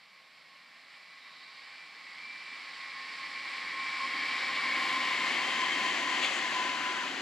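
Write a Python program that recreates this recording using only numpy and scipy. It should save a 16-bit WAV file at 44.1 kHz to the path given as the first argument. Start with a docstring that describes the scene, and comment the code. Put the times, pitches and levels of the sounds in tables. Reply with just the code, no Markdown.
"""An open field beside a railway: two coupled electric locomotives roll past, about 14 m away, under 50 km/h.
Motor drives whine in stacks of sine lines, Doppler-bent bogie by bogie; the second locomotive is quieter.
Filtered noise makes the roar, rumble, ring, hiss and scuffs of wheel on rail, over a bed of air and hiss.
Gliding tones flare up, a short clatter buzzes, and the sound swings from ahead to the left."""
import sys
import numpy as np
from scipy import signal
from scipy.fft import irfft, next_fast_len
from scipy.io import wavfile
from scipy.ndimage import uniform_filter1d

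SR = 44100
rng = np.random.default_rng(int(sys.argv[2]) if len(sys.argv) > 2 else 0)


def materialize(psi):
    """Save the field psi as 16-bit PCM at rate SR to the path in sys.argv[1].

    A 1-D psi becomes a single channel; in a 2-D psi each row is a channel.
    """
    bounded = np.clip(np.atleast_2d(psi).T, -1, 1)
    quanta = np.round(bounded * 32767).astype(np.int16)
    wavfile.write(sys.argv[1], SR, quanta)


N = 317961
TIME = np.arange(N) / SR  # seconds
FRAME = 2048  # samples per short-time spectrum
SPEED_M_S, DISTANCE_M, SOUND_M_S = 13.4, 14.0, 343  # train, nearest distance to the track, speed of sound
DRIVE_HZ, MESH_ORDER = 86.98, 12  # repeat rate of the drive at rest; its multiple that is the gear whine
TURN_S, TURN_SHARE = 4.8, 0.87  # middle of the turn; how far it goes (0 head-on, 1 from the side)
BEAT_HZ, BEAT_DB, BEAT_CREST_S = 1.12, 1.8, 3.98  # slow beat of the gear whine: rate, depth, one crest
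AIR_DB = -71.2
TOP_HZ = 16300

# bogies, levels relative to one another: abreast_s, level_db
BOGIES = [(4.84, -0.5), (5.66, -2), (6.351, -22), (7.2, -19)]
# motor lines: multiples of the drive's repeat rate
MOTOR_ORDERS = [6, 9, 13, 17, 18, 19, 20, 21, 22, 23, 24, 25, 26, 36, 37]
# balance of those lines, head-on and from the side: level_db
MOTOR_AHEAD_DB = [-33, -17.5, -17, -14, -16.5, -17, -10, -7.5, -3, -8, -5, -8.5, -3.5, -26, -22]
MOTOR_SIDE_DB = [-16, -7.5, 0, -18, -13, -27, -12, 1, -2, -1, -6, 1, -13, -21, -5]
# swells and dropouts of the gear whine: centre_s, half_length_s, change_db
GEAR_SWELLS = [(0.35, .3, 4), (1.3, .12, 3), (2.05, .22, -4), (3.85, .15, 4.5), (5.34, .035, -8),
               (5.61, .02, 6), (5.7, .03, -6), (5.94, .02, -10), (6.345, .03, -17), (6.43, .03, 5.5),
               (6.52, .02, -6), (6.6, .07, 4), (6.93, .15, 6), (7.17, .05, -9)]
# motor lines beamed by their housings: centre_s, half_length_s, rest_pitch_hz, bogie_abreast_s, level_db
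BEAMS = [(1.76, .07, 2262, 4.84, -58), (2.256, 0.04, 2263, 4.4, -49), (2.524, 0.074, 2260, 4.84, -50.5),
         (3.9, 0.087, 2258, 5, -43.5), (4.5, .2, 2263, 4.9, -42), (4.95, .13, 2263, 5.4, -42),
         (4.81, 0.025, 783, 4.84, -46), (4.9, 0.26, 522, 4.84, -59.5), (5.003, 0.29, 254, 4.84, -57),
         (5.046, .13, 2092, 5.66, -43), (4.2, .15, 3135, 4.84, -52), (5.7, .22, 3135, 5.66, -46.5),
         (5.747, .12, 1895, 5.66, -43), (6.3, 0.18, 1913, 5.62, -43)]
# how each named sound passes: abreast_level_db, middle_abreast_s, source_half_length_m, field_loss_db_per_m
PASSES = {"gear": (-41.3, 5.35, 6.5, .43), "motors": (-40.2, 4.85, 4, .225),
          "ring": (-36.9, 5.0, 1.2, .305), "roar": (-38.3, 5.7, 7, .188), "rumble": (-48, 6.35, 7.5, .365),
          "hiss": (-51.4, 6.09, 1.5, .228)}
# spectral shape of the rolling roar: frequency_hz, level_db
ROAR_AHEAD = [(250, -41), (430, -21), (540, -6.5), (660, -10.5), (810, -1.5), (910, -3), (1100, 4),
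              (1400, -0.5), (2400, 3.5), (3500, -0.5), (4450, 2.5), (5200, -3), (6200, -19), (9000, -57)]
ROAR_SIDE = [(250, -56), (460, -9.5), (530, 0), (630, -2.5), (760, 4.5), (880, -2), (1080, 4), (1280, -3.5),
             (1800, 4), (3150, 3), (3500, -2.5), (4500, -6), (5700, -18), (9000, -123)]
# spectral shape of the body rumble: frequency_hz, level_db
RUMBLE_AHEAD = [(20, -42), (48, -33), (72, -32), (100, -35), (130, -13), (155, 1.5), (200, -3), (260, 6.5),
                (320, 4), (390, -2.5), (470, 2), (800, -33)]
RUMBLE_SIDE = [(20, -47), (48, -32), (72, -44), (100, -21), (130, -17), (155, -9.5), (200, -7), (250, 1.5),
               (320, 1.5), (390, 2), (470, -14), (700, -47.5)]
# spectral shape of the contact hiss: frequency_hz, level_db
HISS_AHEAD = [(4000, -25), (6300, -9.5), (7400, -5.5), (8100, -6), (8900, -18.5), (10200, -14.5),
              (11200, -22), (12500, -32), (14500, -43), (16000, -43)]
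HISS_SIDE = [(4000, -24), (6000, 4), (7300, 1), (8000, -6), (8700, -14.5), (10500, -14.5), (12000, -23),
             (14500, -36), (15800, -38)]
# ringing of the wheel discs, before Doppler: rest_frequency_hz, level_db
RING = [(1200, -56), (1600, -6.5), (1850, -5), (2080, 1.5), (2200, 4.5), (2300, -2), (2420, -14),
        (2900, -47.5), (10500, -48), (14000, -59)]
# wheels scuffing the rail: centre_s, half_length_s, centre_hz, width_octaves, level_db
SCUFFS = [(1.38, 0.11, 3900, .06, -59.5), (1.56, 0.11, 4660, 0.058, -61.5), (4.87, .06, 7400, 0.39, -64),
          (5.2, .45, 10200, .11, -71), (5.61, 0.013, 5440, 0.26, -50), (6.358, .02, 6900, 0.15, -49.5),
          (6.898, 0.15, 1480, 0.14, -43)]
# knocks in the running gear, levels before the rise softens them: start_s, decay_s, level_db
KNOCKS = [(6.216, 0.0065, -29.5), (6.226, 0.04, -28.2), (6.243, 0.012, -26.5), (6.271, .012, -36)]
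# resonances of the steel, levels relative: centre_hz, width_hz, level_db
STEEL = [(593, 340, -12), (1310, 200, -10), (2080, 220, -5), (2630, 520, 1), (3320, 280, -2),
         (4130, 860, -6), (6740, 1200, -14), (9500, 3500, -27)]
# spectral shape of still air and microphone hiss: frequency_hz, level_db
AIR = [(30, 0), (70, -16), (110, 6), (170, 22), (400, 12), (650, 22.5), (1500, 4), (5000, -3), (10000, -1),
       (14000, -4), (16000, -21)]
# left minus right at the microphone ports: frequency_hz, difference_db
PAN_AHEAD = [(40, 2), (130, 1), (340, -1), (1030, 0), (2070, -0.3), (3100, -3.5), (4500, -1.3),
             (6000, -3.5), (7200, 6), (8500, 0.5), (10000, -4), (15000, 2)]
PAN_SIDE = [(40, 2), (130, -1.5), (340, -0.6), (1030, 1.2), (2070, 4.5), (3100, 12), (4500, -1),
            (6000, 5.5), (7200, 2), (8500, -3), (10000, -6), (13000, 3)]
# phase lead of the left port, fully from the side: frequency_hz, lead_rad
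LEAD_SIDE = [(40, .1), (170, .03), (340, .1), (1030, .7), (2070, .85), (3100, .7), (4500, .6), (7200, .2),
             (10000, -.4), (15000, 0)]
# noise that differs between the ports, against the shared noise: frequency_hz, level_db
UNLIKE_AHEAD = [(40, -9), (150, -22), (400, -15), (2000, -21.5), (3100, -17), (4500, -22), (7200, -0.5),
                (10000, -4), (15000, -1)]
UNLIKE_SIDE = [(40, -10), (150, -65), (400, -42), (1000, -12), (2100, -6), (3100, -29), (4500, -1),
               (7200, -6.5), (10000, 0.5), (15000, 3)]


def whine():
    """The gear mesh tone and the motor stack, whose balance changes as the bogies turn their sides to us."""
    view = aspect(TIME)
    mesh = drive([MESH_ORDER], [0], waver_db=-9, skirt_db=-9, skirt_hz=28)
    mesh = steady(mesh, seconds=0.05)
    ahead = drive(MOTOR_ORDERS, MOTOR_AHEAD_DB, waver_db=-5, skirt_db=-11, skirt_hz=12)
    side = drive(MOTOR_ORDERS, MOTOR_SIDE_DB, waver_db=-5, skirt_db=-10, skirt_hz=12)
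    motor = steady(ahead * np.sqrt(1 - view) + side * np.sqrt(view), seconds=0.2)
    motor_db = passing("motors", TIME) + unrest(TIME, per_s=18, depth_db=1.8)
    return mesh * undb(gear_level()) + motor * undb(motor_db)


def drive(orders, levels_db, waver_db, skirt_db, skirt_hz):
    """Every bogie's lines: steady tone, slow waver and skirt of load jitter, bent by the travel time."""
    size = next_fast_len(N + SR)
    hz = np.arange(size // 8) * SR / size
    waver_hz = 4
    spectrum = np.zeros(len(hz))
    for order, db in zip(orders, levels_db):
        off = np.abs(hz - order * DRIVE_HZ)
        tone = off == off.min()
        waver, skirt = np.exp(-off / waver_hz), np.exp(-off / skirt_hz)
        waver = undb(waver_db) ** 2 * waver / waver.sum()
        skirt = undb(skirt_db) ** 2 * skirt / skirt.sum()
        spectrum += undb(db) ** 2 * (tone + waver + skirt)
    out = 0
    for abreast, db in BOGIES:
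        random_phase = np.exp(2j * np.pi * rng.random(len(hz)))
        source = irfft(np.sqrt(spectrum) * random_phase, size)
        sent, r = sent_at(abreast)
        # reading half a second in leaves room for the travel time
        heard = np.interp((sent + 0.5) * SR, np.arange(size), source)
        out = out + undb(db) / r * heard
    return out / np.std(out)


def gear_level():
    """The gear whine passes, beats slowly, flutters, and here and there swells or drops out; in dB."""
    beat = BEAT_DB * np.cos(2 * np.pi * BEAT_HZ * (TIME - BEAT_CREST_S))
    swells = sum(db * bump(TIME, s, length) for s, length, db in GEAR_SWELLS)
    return passing("gear", TIME) + beat + swells + unrest(TIME, per_s=24, depth_db=3.2)


def beams():
    """Clean gliding tones that swell and flutter as the lobes of the housings sweep by."""
    knots = np.arange(0, 8, 1 / 25)  # 25 random values per second
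    out = np.zeros(N)
    for s, length, hz, abreast, db in BEAMS:
        near = np.abs(TIME - s) < 4 * length
        t = TIME[near]
        flutter = np.interp(t, knots, rng.standard_normal(len(knots)))
        wobble = np.interp(t, knots, rng.standard_normal(len(knots)))
        sent, _ = sent_at(abreast)
        phase = 2 * np.pi * hz * sent[near] + 0.35 * wobble
        swell = np.exp(-((t - s) / (2 * length)) ** 2)
        out[near] += np.sqrt(2) * undb(db + 2.5 * flutter) * swell * np.sin(phase)
    return out


def rolling(hz, t):
    """Rough steel on steel drives rails, wheel discs and bodies; power per frequency and moment."""
    view = aspect(t)
    rough_db = unrest(t, per_s=14, depth_db=0.6)  # the rail is rougher in some places
    roar_shape = blend(ROAR_AHEAD, ROAR_SIDE, view, hz)
    roar = power(roar_shape, passing("roar", t) + rough_db, hz, band=(2600, 5200))
    hiss_shape = blend(HISS_AHEAD, HISS_SIDE, view, hz)
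    hiss = power(hiss_shape, passing("hiss", t) + rough_db, hz, band=(6000, 9000))
    rumble_shape = blend(RUMBLE_AHEAD, RUMBLE_SIDE, view, hz)
    rumble_db = passing("rumble", t) + unrest(t, per_s=6, depth_db=1.1)
    rumble = power(rumble_shape, rumble_db, hz, band=(120, 450))
    # the ring sinks in pitch as the wheels go by
    along = SPEED_M_S * (t - 5.4)
    doppler = 1 + SPEED_M_S / SOUND_M_S * along / np.hypot(along, DISTANCE_M)
    ring_db = passing("ring", t) + unrest(t, per_s=18, depth_db=1.4)
    ring = power(colour(RING, hz * doppler), ring_db, hz, band=(1750, 2420))
    return roar + hiss + rumble + ring


def scuffs(hz, t):
    """Short swells of bright friction noise where a wheel slides; power per frequency and moment."""
    out = 0
    for s, length, centre, octaves, db in SCUFFS:
        shape = np.exp(-0.5 * (np.log2((hz + 1) / centre) / octaves) ** 2)
        out = out + shape / shape.mean() * undb(db) ** 2 * bump(t, s, length)
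    return out


def clatter():
    """Each knock sets the damped resonances of wheel and rail buzzing."""
    rise_s = 0.001
    force = 0  # summed as power
    for s, decay_s, db in KNOCKS:
        age = np.maximum(TIME - s, 0)
        rise = 1 - np.exp(-age / rise_s)
        decay = np.exp(-np.minimum(age / decay_s, 20))
        force = force + (undb(db) * rise * decay) ** 2
    steel = 0
    for hz, width, db in STEEL:
        mode = band_noise(hz - width / 2, hz + width / 2, N)
        steel = steel + undb(db) * mode / mode.std()
    return np.sqrt(force) * steel / steel.std()


def ticks(start, end, centre_hz, ring_s, db, count):
    """Faint, very high ticks while the train is still far off: random strikes on a short ringing band."""
    strikes = np.zeros(N)
    when, size = rng.random((count, 2)).T
    moments = start + when * (end - start)
    strikes[(moments * SR).astype(int)] = 0.5 + size / 2
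    t = TIME[:SR // 20]
    ring = band_noise(centre_hz / 1.07, centre_hz * 1.07, len(t))
    ring = ring / ring.std() * np.exp(-t / ring_s)
    return undb(db) * signal.fftconvolve(strikes, ring)[:N]


def air(hz):
    """Power density of the quiet field: still air and microphone hiss."""
    return power(colour(AIR, hz), AIR_DB, hz, band=(0, SR))


def sent_at(abreast):
    """When the sound now arriving left a bogie (s), and how far it came (m)."""
    r = np.hypot(DISTANCE_M, SPEED_M_S * (TIME - abreast))
    return TIME - r / SOUND_M_S, r


def passing(name, t):
    """Level in dB: holds while the source is abreast, falls with spreading and the loss over the field."""
    db, abreast, half_m, loss_db_per_m = PASSES[name]
    along = np.maximum(SPEED_M_S * np.abs(t - abreast) - half_m, 0)
    r = np.hypot(DISTANCE_M, along)
    return db - 20 * np.log10(r / DISTANCE_M) - loss_db_per_m * (r - DISTANCE_M)


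def aspect(t):
    """How the train is seen: 0 head-on, 1 from the side."""
    return TURN_SHARE * (1 + np.tanh(SPEED_M_S * (t - TURN_S) / DISTANCE_M)) / 2


def unrest(t, per_s, depth_db):
    """A random rise and fall of level in dB."""
    knots = rng.standard_normal(size=512)
    return depth_db * np.interp(t * per_s, np.arange(len(knots)), knots)


def bump(t, centre_s, half_length_s):
    """A bell-shaped rise and fall that peaks at 1."""
    return np.exp(-0.5 * ((t - centre_s) / half_length_s) ** 2)


def undb(db):
    """Decibels to gain."""
    return 10 ** (np.asarray(db) / 20)


def steady(x, seconds):
    """Hold the running rms at 1."""
    return x / np.sqrt(uniform_filter1d(x * x, int(seconds * SR)) + 1e-18)


def band_noise(low_hz, high_hz, count):
    """White noise through a resonant band."""
    sos = signal.butter(2, [low_hz, high_hz], "band", fs=SR, output="sos")
    return signal.sosfilt(sos, rng.standard_normal(count))


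def colour(points, hz):
    """A table of frequency and value, read on a log-frequency axis."""
    f, value = np.transpose(points)
    return np.interp(np.log(hz + 1), np.log(f), value)


def blend(ahead, side, view, hz):
    """A spectrum that turns from its head-on to its side shape."""
    return colour(ahead, hz) * (1 - view) + colour(side, hz) * view


def power(shape_db, level_db, hz, band):
    """Power density of a noise that has the given level inside a band."""
    p = undb(shape_db) ** 2
    inside = (hz > band[0]) & (hz < band[1])
    return p / np.mean(p * inside, axis=0) * undb(level_db) ** 2


def cells(x):
    """Short-time spectrum: frequencies as a column, times, complex cells."""
    hz, t, z = signal.stft(x, SR, nperseg=FRAME)
    return hz[:, None], t, z


def noise():
    """Short-time spectrum of white noise of rms 1."""
    return cells(rng.standard_normal(N))[2]


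def scene():
    """The train moves round to the left: level and phase between the ports shift, band by band."""
    hz, t, direct = cells(whine() + beams() + clatter())
    view = aspect(t)
    roll = np.sqrt(rolling(hz, t) + scuffs(hz, t) + air(hz))
    sign = np.array([1, -1])[:, None, None]  # left, right
    pan = undb(sign * blend(PAN_AHEAD, PAN_SIDE, view, hz) / 2)
    lead = np.exp(0.5j * sign * view * colour(LEAD_SIDE, hz))
    ports = pan * lead
    ports = ports / np.abs(ports.mean(axis=0))
    shared = noise()
    unlike = sign * undb(blend(UNLIKE_AHEAD, UNLIKE_SIDE, view, hz)) * noise()
    both = ports * (direct + roll * (shared + unlike))
    train = signal.istft(both, SR, nperseg=FRAME)[1][:, :N]
    # each tick is scaled by a random strike of 0.5 to 1
    return train + ticks(start=0.55, end=1.65, centre_hz=10200, ring_s=0.003, db=-76, count=16)


def record(dry):
    """A steep low-pass cuts the extreme treble."""
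    return signal.sosfilt(signal.ellip(10, 0.2, 70, TOP_HZ, fs=SR, output="sos"), dry)


dry = scene()
out = record(dry)
materialize(out)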